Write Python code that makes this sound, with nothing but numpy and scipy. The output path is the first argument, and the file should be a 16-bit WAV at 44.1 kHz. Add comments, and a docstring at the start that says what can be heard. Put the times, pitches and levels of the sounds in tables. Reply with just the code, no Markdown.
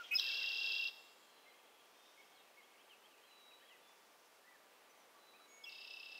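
"""A few quick notes, then a buzzy trill: a blackbird sings close by in the reeds of a wooded pond, and
later a second one further off. The syrinx is a double sound source: in each syllable one side holds a
low tone while the other whips down from a high one, and slapping membranes ring the throat into a rasp.
Small birds chirp and whistle in the trees. Reeds and trunks scatter the song into reverberation,
over a soft outdoor hush and a faint steady whine."""
import sys
import numpy as np
from scipy import signal
from scipy.fft import rfft, irfft
from scipy.io import wavfile
from scipy.ndimage import uniform_filter1d

SR = 44100
rng = np.random.default_rng(int(sys.argv[2]) if len(sys.argv) > 2 else 0)


def generate_wav(sig):
    """Save sig (samples, or channels by samples) to the path in sys.argv[1] as 16-bit PCM at SR."""
    pcm = np.round(np.clip(np.atleast_2d(sig).T, -1, 1) * 32767).astype(np.int16)
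    wavfile.write(sys.argv[1], SR, pcm)


N = 272979
TIME = np.arange(N) / SR


def near_trill():
    """Two-voice phonation in the close blackbird: a hard whip, then a long held tone."""
    # vocal effort: time_s, level_db, low_side_db
    effort = [(.198, -35.5, -16), (.204, -41.5, -8), (.23, -44, -1.5), (.3, -41.5, -2.5), (.45, -44.5, 1),
              (.72, -43.5, 1.5), (.86, -47, 5), (0.882, -47.5, 8), (.903, -54, -16)]
    # throat resonances: centre_hz, width_hz, gain_db
    throat = [(1620, 490, -15.5), (2250, 280, -17), (3260, 320, 2.5), (3760, 320, 0), (4400, 330, -13),
              (4987, 95, 3.5), (5376, 170, -5), (5870, 130, -21)]
    # a tempo that starts fast and settles: time_s, syllables_per_s
    tempo = [(.195, 40.5), (.22, 48), (.245, 42), (.327, 34.64), (.467, 33.77), (.537, 37.72),
             (.607, 32.47), (.687, 34.03), (.867, 32.01)]
    share, singing = syllables(tempo, start_s=.195, end_s=.902)
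    low = low_side(share, enters=.257, pitch_hz=2692, sharp_hz=109.94, settle=.25,
                   attack=.13, hold=.45, release=.41, peak_db=2.5, rest_db=-16)
    high = high_side(share, top_hz=5187, bottom_hz=3323, fall=.1,
                     attack=.035, hold=.12, release=.1, peak_db=2, rest_db=-12.5)
    return trill(share, singing, effort, low, high, throat, rasp_db=-3, breath_db=-1,
                 reeds_db=-7, overtone_db=-38, rough_hz=87.8, wander=.00626)


def far_trill():
    """Two-voice phonation in the further blackbird: the held tone enters at once and fades early."""
    # vocal effort: time_s, level_db, low_side_db
    effort = [(5.69, -53, -7), (5.75, -53.5, -0.8), (5.85, -52.5, -1.5), (6.0, -54, 1.3), (6.19, -55, 1.5)]
    # throat resonances: centre_hz, width_hz, gain_db
    throat = [(2950, 290, 8.5), (3280, 120, 5), (3730, 150, 2), (4200, 180, -20), (4960, 150, -1),
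              (5040, 110, 10), (5460, 280, -11)]
    # a nearly even tempo: time_s, syllables_per_s
    tempo = [(5.696, 34.53), (5.826, 31.88), (6.176, 34.03)]
    share, singing = syllables(tempo, start_s=5.6925, end_s=6.21)
    low = low_side(share, enters=.081, pitch_hz=2656, sharp_hz=268, settle=.06,
                   attack=.056, hold=.28, release=.39, peak_db=0, rest_db=-16)
    high = high_side(share, top_hz=5380, bottom_hz=3680, fall=.11,
                     attack=.027, hold=.076, release=.18, peak_db=-3.5, rest_db=-14.5)
    return trill(share, singing, effort, low, high, throat, rasp_db=-7, breath_db=3,
                 reeds_db=-3.5, overtone_db=-40, rough_hz=109, wander=.00578)


def trill(share, singing, effort, low, high, throat,
          rasp_db, breath_db, reeds_db, overtone_db, rough_hz, wander):
    """Superposition of two syrinx tones and a source-filter rasp; echoes off the reeds smear the whip."""
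    level_db, low_db = read(effort, TIME)
    gain = undb(level_db) * singing
    hold_hz, hold_db = low
    whip_hz, whip_db = high
    hold_hz = hold_hz * (1 + wander * walk(30.8))
    hold = syrinx(hold_hz + 25 * walk(370), gain * undb(hold_db + low_db + 1.4 * walk(170)), overtone_db)
    whip = syrinx(whip_hz + rough_hz * walk(385), gain * undb(whip_db + 2.1 * walk(42)), overtone_db)
    # the membranes slap shut about every fifth cycle of the low tone, and each slap rings the throat
    slap_phase = phase_of(hold_hz / 5 * (1 + .02 * walk(250)))
    pulses = sum(np.cos(k * slap_phase) for k in range(2, 13))
    slaps = unit(resonate(pulses, throat))
    breath = undb(breath_db) * unit(resonate(rng.standard_normal(N), throat))
    throb_db = 1.4 * np.cos(2 * np.pi * (share - .07))  # the rasp is strongest during the whip
    rasp = unit(slaps + breath) * gain * undb(rasp_db + throb_db)
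    return hold + whip + rasp + undb(reeds_db) * echo(whip, t60_s=.067, build_s=.005)


def syllables(tempo, start_s, end_s):
    """Phase of a repeating gesture: the share (0-1) of each syllable elapsed, and a gate for the trill."""
    beats = [start_s]
    while beats[-1] < end_s:
        beats.append(beats[-1] + 1 / read(tempo, beats[-1])[0])
    share = np.interp(TIME, beats, np.arange(len(beats))) % 1
    singing = np.clip(np.minimum(TIME - start_s, end_s - TIME) / .001, 0, 1)
    return share, singing


def high_side(share, top_hz, bottom_hz, fall, rise=.07, **shape):
    """Frequency sweep and level of the whip: it drops as a syllable opens and climbs as it closes."""
    height = np.maximum(1 / (1 + (share / fall) ** 4), 1 - (1 - share) / rise)
    return bottom_hz + (top_hz - bottom_hz) * rounded(height), envelope(share, **shape)


def low_side(share, enters, pitch_hz, sharp_hz, settle, **shape):
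    """Pitch and level of the held tone: it enters sharp and relaxes exponentially."""
    since = (share - enters) % 1
    return pitch_hz + sharp_hz * np.exp(-since / settle), envelope(since, **shape)


def envelope(share, attack, hold, release, peak_db, rest_db):
    """Amplitude envelope in dB: it rises, holds and falls back; times are shares of a syllable."""
    corners = np.cumsum([0, attack, hold, release])
    return rounded(np.interp(share, corners, [rest_db, peak_db, peak_db, rest_db]))


def rounded(control):
    """Muscles move smoothly: a moving average rounds a gesture's corners over a millisecond."""
    return uniform_filter1d(control, size=SR // 1000)


def syrinx(hz, gain, overtone_db):
    """Nearly sinusoidal oscillation: a pure tone with a faint sheen of harmonics."""
    phase = phase_of(hz)
    sheen = undb(overtone_db) * beak(gain * overtones(phase), gain)
    return np.sqrt(2) * (gain * np.sin(phase) + sheen)


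def overtones(phase):
    """Harmonics of a syrinx tone, at whole multiples of its fundamental."""
    return sum(np.sin(k * phase) for k in (2, 3, 5))


def beak(harmonics, gain, air=1.66):
    """Radiation from the open beak filters ragged harmonics and rushing air."""
    # radiation spectrum: frequency_hz, gain_db
    radiation = [(4500, -15), (6200, 2), (7000, -3.5), (7900, 1), (9300, -10), (11300, -2), (12200, 10),
                 (12800, -4), (13300, 6), (13900, 0), (14800, 8), (15700, -1)]
    ragged = harmonics * (.5 + .5 * walk(700))
    return colour(ragged + air * gain * rng.standard_normal(N), radiation)


def lead_in(buzz_hz=310, overtone_db=-31.5):
    """Quick overlapping notes open each song; fast frequency modulation makes some of them buzz."""
    # notes from both sides of the syrinx: start_s, length_s, pitch_hz, glide_hz, level_db, depth_hz
    lead_notes = [ (-.02, 0.053, 1390, -150, -50, 5), (0.032, 0.045, 3200, -100, -56, 200),
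                  (.109, .046, 2516, 54, -35, 137), (0.137, 0.025, 5200, 354, -48, 203),
                  (.1515, .021, 5090, 0, -30.5, 0), (0.172, 0.041, 5420, -2, -48, 300),
                  (0.168, 0.017, 3980, -550, -49, 500), (.185, 0.0074, 3340, -600, -35, -5),
                  (.1945, 0.0054, 3960, -300, -33, 0), (5.636, 0.016, 5120, -150, -55, 60),
                  (5.6395, 0.011, 3356, -60, -49.5, 4), (5.655, 0.05, 5460, -250, -67.5, 253),
                  (5.65, 0.015, 3000, -600, -59, 350), (5.66, 0.04, 2688, -90, -51.5, 51)]
    flutter = np.sin(phase_of(buzz_hz * (1 + .195 * walk(75)))) + .26 * walk(850)
    tone, harmonics, effort = np.zeros((3, N))
    for *row, depth_hz in lead_notes:
        span, hz, gain = chirp(*row, edge=.33, arch_hz_per_s=700)
        phase = phase_of(hz + depth_hz * flutter[span])
        tone[span] += gain * np.sin(phase)
        harmonics[span] += gain * overtones(phase)
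        effort[span] += gain
    return np.sqrt(2) * (tone + undb(overtone_db) * beak(harmonics, effort))


def chirp(start_s, length_s, pitch_hz, glide_hz, level_db, edge, arch_hz_per_s):
    """A frequency glide bent into an arch: the longer the note, the higher the arch."""
    span, progress, gain = note(start_s, length_s, level_db, edge)
    arch_hz = arch_hz_per_s * length_s * np.sin(np.pi * progress)
    return span, pitch_hz + glide_hz * (progress - .5) + arch_hz, gain


def small_birds():
    """Short frequency glides from the trees: calls, faint twitter and a warbler's slurs."""
    # songbird calls: start_s, length_s, pitch_hz, glide_hz, level_db
    calls = [ (.265, .04, 1680, -350, -65), (.308, 0.017, 2250, -180, -57.5), (.398, .052, 1976, -450, -62),
             (.41, 0.016, 1516, 100, -60), (1.46, .05, 2055, 38, -67.5), (2.05, .08, 3610, -350, -77),
             (2.175, 0.044, 2110, -30, -64), (2.345, .035, 4200, -700, -75), (2.38, 0.038, 3700, -200, -75),
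             (2.57, 0.041, 2120, -150, -63), (3.615, 0.032, 1790, 254, -71), (3.69, .075, 1890, 104, -72),
             (4.44, 0.068, 1827, 230, -72.5), (4.51, 0.064, 1765, -400, -72),
             (4.895, 0.032, 5900, 0, -74.5), (5.0, 0.03, 5850, -200, -75), (5.335, 0.032, 2470, 322, -66.5),
             (5.39, .025, 1210, 351, -71)]
    # the warbler's slurs: start_s, length_s, direction (+1 up, -1 down), level_db
    slurs = [(2.35, 0.077, -1, -76), (2.627, 0.025, 1, -70.5), (2.775, .05, 1, -72.5),
             (2.889, 0.061, -1, -67), (3.03, .038, 1, -68.5), (3.108, 0.046, -1, -71),
             (3.227, 0.03, 1, -70), (3.307, 0.036, -1, -71.5), (3.503, 0.0268, -1, -68.5),
             (3.595, 0.04, 1, -74), (3.645, .022, 1, -73), (3.674, .072, -1, -68.5)]
    notes = [chirp(*row, edge=.11, arch_hz_per_s=1900) for row in list(calls) + twitter()]
    return pure_tones(notes + [slur(*row) for row in slurs], waver_hz=21.4, flicker_db=1.5)


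def slur(start_s, length_s, direction, level_db, hz_per_s=14500, top_hz=3400, bottom_hz=2450):
    """A linear sweep at one speed that ends at the top or the bottom of the warbler's range."""
    span, progress, gain = note(start_s, length_s, level_db, edge=.22)
    end_hz = top_hz if direction > 0 else bottom_hz
    return span, end_hz - np.sign(direction) * hz_per_s * length_s * (1 - progress), gain


def twitter(count=22, low_hz=1625, high_hz=5180, typical_s=.026, glide_hz=600, level_db=-83.5):
    """A random process: rows of faint chirps, spread uniformly over time and log frequency."""
    return [(when * N / SR, typical_s * (.5 + length), low_hz * (high_hz / low_hz) ** pitch,
             glide_hz * (2 * glide - 1), level_db)
            for when, length, pitch, glide in rng.random((count, 4))]


def far_whistles(lowest_at=.64, swell_db=6):
    """Slow modulation: each long note swells while its pitch sags and partly recovers."""
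    # whistles from across the water: start_s, length_s, pitch_hz, sag_hz, base_db
    whistles = [(0.113, 0.061, 1410, 7, -66), (1.24, .33, 4200, 160.5, -82.5),
                (1.92, 0.23, 3600, -1, -81.5), (3.24, .37, 4110, 235, -75), (3.81, 0.14, 3490, 3, -79.5),
                (5.13, 0.073, 1165, 10, -75), (5.149, 0.34, 4067, 139, -78.5),
                (5.46, 0.29, 2233, 12, -73.5), (5.472, 0.13, 6680, 7, -72.5)]
    notes = []
    for start_s, length_s, pitch_hz, sag_hz, base_db in whistles:
        span, progress, gain = note(start_s, length_s, base_db, edge=.38)
        hz = pitch_hz - sag_hz * np.sin(np.pi / 2 * progress / lowest_at)
        notes.append((span, hz, gain * undb(swell_db * (progress + .5))))
    return pure_tones(notes, waver_hz=18.3, flicker_db=1)


def pure_tones(notes, waver_hz, flicker_db):
    """Distant songbird notes: sinusoids with slight random modulation of frequency and amplitude."""
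    out = np.zeros(N)
    bend_hz = waver_hz * walk(70)
    flicker = undb(flicker_db * walk(27))
    for span, hz, gain in notes:
        out[span] += np.sqrt(2) * gain * flicker[span] * np.sin(phase_of(hz + bend_hz[span]))
    return out


def buzzes():
    """Scattering by the trees blurs far trills into noise bands that swell and fade."""
    # blurred songs: start_s, length_s, centre_hz, width_hz, level_db
    songs = [(-.04, 0.32, 2680, 905, -61), (-.04, 0.22, 5400, 1510, -72.5), (0.95, 0.37, 7350, 720, -80.5),
             (1.0, 1.5, 3260, 170, -78), (1.05, .4, 4380, 250, -84), (1.202, 2.85, 2590, 550, -78.5),
             (1.823, 0.53, 5440, 1080, -78.5), (3.846, 0.56, 5570, 1390, -80.5),
             (4.65, 0.42, 2470, 1100, -78.5)]
    out = np.zeros(N)
    for start_s, length_s, centre_hz, width_hz, level_db in songs:
        span, _, gain = note(start_s, length_s, level_db, edge=.1)
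        band = unit(resonate(rng.standard_normal(N), [(centre_hz, width_hz, 0)]))
        band *= undb(2.1 * walk(23))
        out[span] += gain * band[span]
    return out


def echo(x, t60_s, build_s):
    """Reverberation: dense scattered reflections of unit energy build up, then decay exponentially."""
    t = TIME[:SR * 2]
    decay = np.exp(-np.log(1000) * t / t60_s)
    onset = 1 - np.exp(-(t / build_s) ** 2)
    response = rng.standard_normal(len(t)) * decay * onset
    return signal.fftconvolve(x, response / np.linalg.norm(response))[:N]


def hush(base_db=-66.5, whine_hz=1173, whine_db=-81):
    """Broadband noise of a far-off town and leaves: a swelling murmur, a smooth hiss, a thin whine."""
    # spectral density of the hush: frequency_hz, relative_db
    spectrum = [(18, -59), (30, -23), (117, -25), (202, -11), (389, -3.5), (432, -1), (897, -1.5),
                (1080, -3), (1170, -6), (1260, -4.5), (2910, -8.5), (7080, -16), (15500, -19)]
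    # swell of the murmur: time_s, gain_db
    swell = [(0, 1.5), (.25, 4), (.7, 4), (.95, 1), (1.2, 0), (3, 0), (4.5, 0), (6.19, .5)]
    air = unit(colour(rng.standard_normal(N), spectrum)) * undb(base_db)
    murmur = signal.sosfiltfilt(signal.butter(2, 1800, fs=SR, output="sos"), air)
    hiss = (air - murmur) * undb(-.5)
    whine = np.sqrt(2) * np.sin(phase_of(whine_hz + 3 * walk(15.5))) * undb(whine_db + .9 * walk(15))
    return murmur * undb(read(swell, TIME)[0] + .39 * walk(1.5)) + hiss + whine


def note(start_s, length_s, level_db, edge):
    """A tapered window: samples, progress (0-1) and gain of a note; edge is each fade's share."""
    span = np.flatnonzero((TIME >= start_s) & (TIME < start_s + length_s))
    progress = (TIME[span] - start_s) / length_s
    ramp = np.minimum(np.minimum(progress, 1 - progress) / edge, 1)
    return span, progress, undb(level_db) * np.sin(np.pi / 2 * ramp)


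def resonate(x, modes):
    """Parallel resonances, each steepened by a cascade of two band-pass filters."""
    out = 0
    for centre_hz, width_hz, gain_db in modes:
        b, a = signal.iirpeak(centre_hz, centre_hz / (1.5 * width_hz), fs=SR)
        out = out + undb(gain_db) * signal.lfilter(b, a, signal.lfilter(b, a, x))
    return out


def colour(x, points):
    """Spectral shaping by a curve through (frequency_hz, gain_db) points."""
    hz, db = np.transpose(points)
    freq = np.fft.rfftfreq(2 * N, 1 / SR)
    gain = undb(np.interp(np.log(freq + 1), np.log(hz), db))
    return irfft(rfft(x, 2 * N) * gain)[:N]


def walk(rate_hz):
    """Smooth random fluctuation: noise low-passed at rate_hz, with rms 1."""
    freq = np.fft.rfftfreq(N, 1 / SR)
    return unit(irfft(rfft(rng.standard_normal(N)) / (1 + (freq / rate_hz) ** 4), N))


def phase_of(hz):
    """Phase in radians is the running integral of frequency."""
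    return 2 * np.pi * np.cumsum(hz) / SR


def read(table, at):
    """Linear interpolation of a table's columns along its first."""
    key, *columns = np.transpose(table)
    return [np.interp(at, key, column) for column in columns]


def undb(db):
    """Decibels to amplitude gain."""
    return 10 ** (np.asarray(db) / 20)


def unit(x):
    """Normalisation to rms 1."""
    return x / np.sqrt(np.mean(x ** 2))


def scene():
    """Superposition of direct birdsong, its reflections from reeds and trees, and the hush."""
    lead, near, far = lead_in(), near_trill(), far_trill()
    chirps, whistles = small_birds(), far_whistles()
    reeds = echo(undb(-11) * lead + undb(-8) * chirps, t60_s=.14, build_s=.0038)
    # the trees throw the high notes back more strongly than the low tone
    bright = colour(near + lead, [(2700, -19.5), (3300, -13.5), (5000, -13.5), (8000, -4)])
    distant = undb(-10) * far + undb(-5.5) * chirps + undb(-7) * whistles
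    trees = echo(bright + distant, t60_s=1, build_s=.023)
    return (lead + near + far + chirps + whistles + buzzes() + reeds + trees + hush())[None]


def record(dry, top_hz=15600):
    """Band limiting: a steep low-pass filter cuts the highest treble."""
    return signal.sosfilt(signal.ellip(10, .1, 70, top_hz, fs=SR, output="sos"), dry)


dry = scene()
out = record(dry)
generate_wav(out)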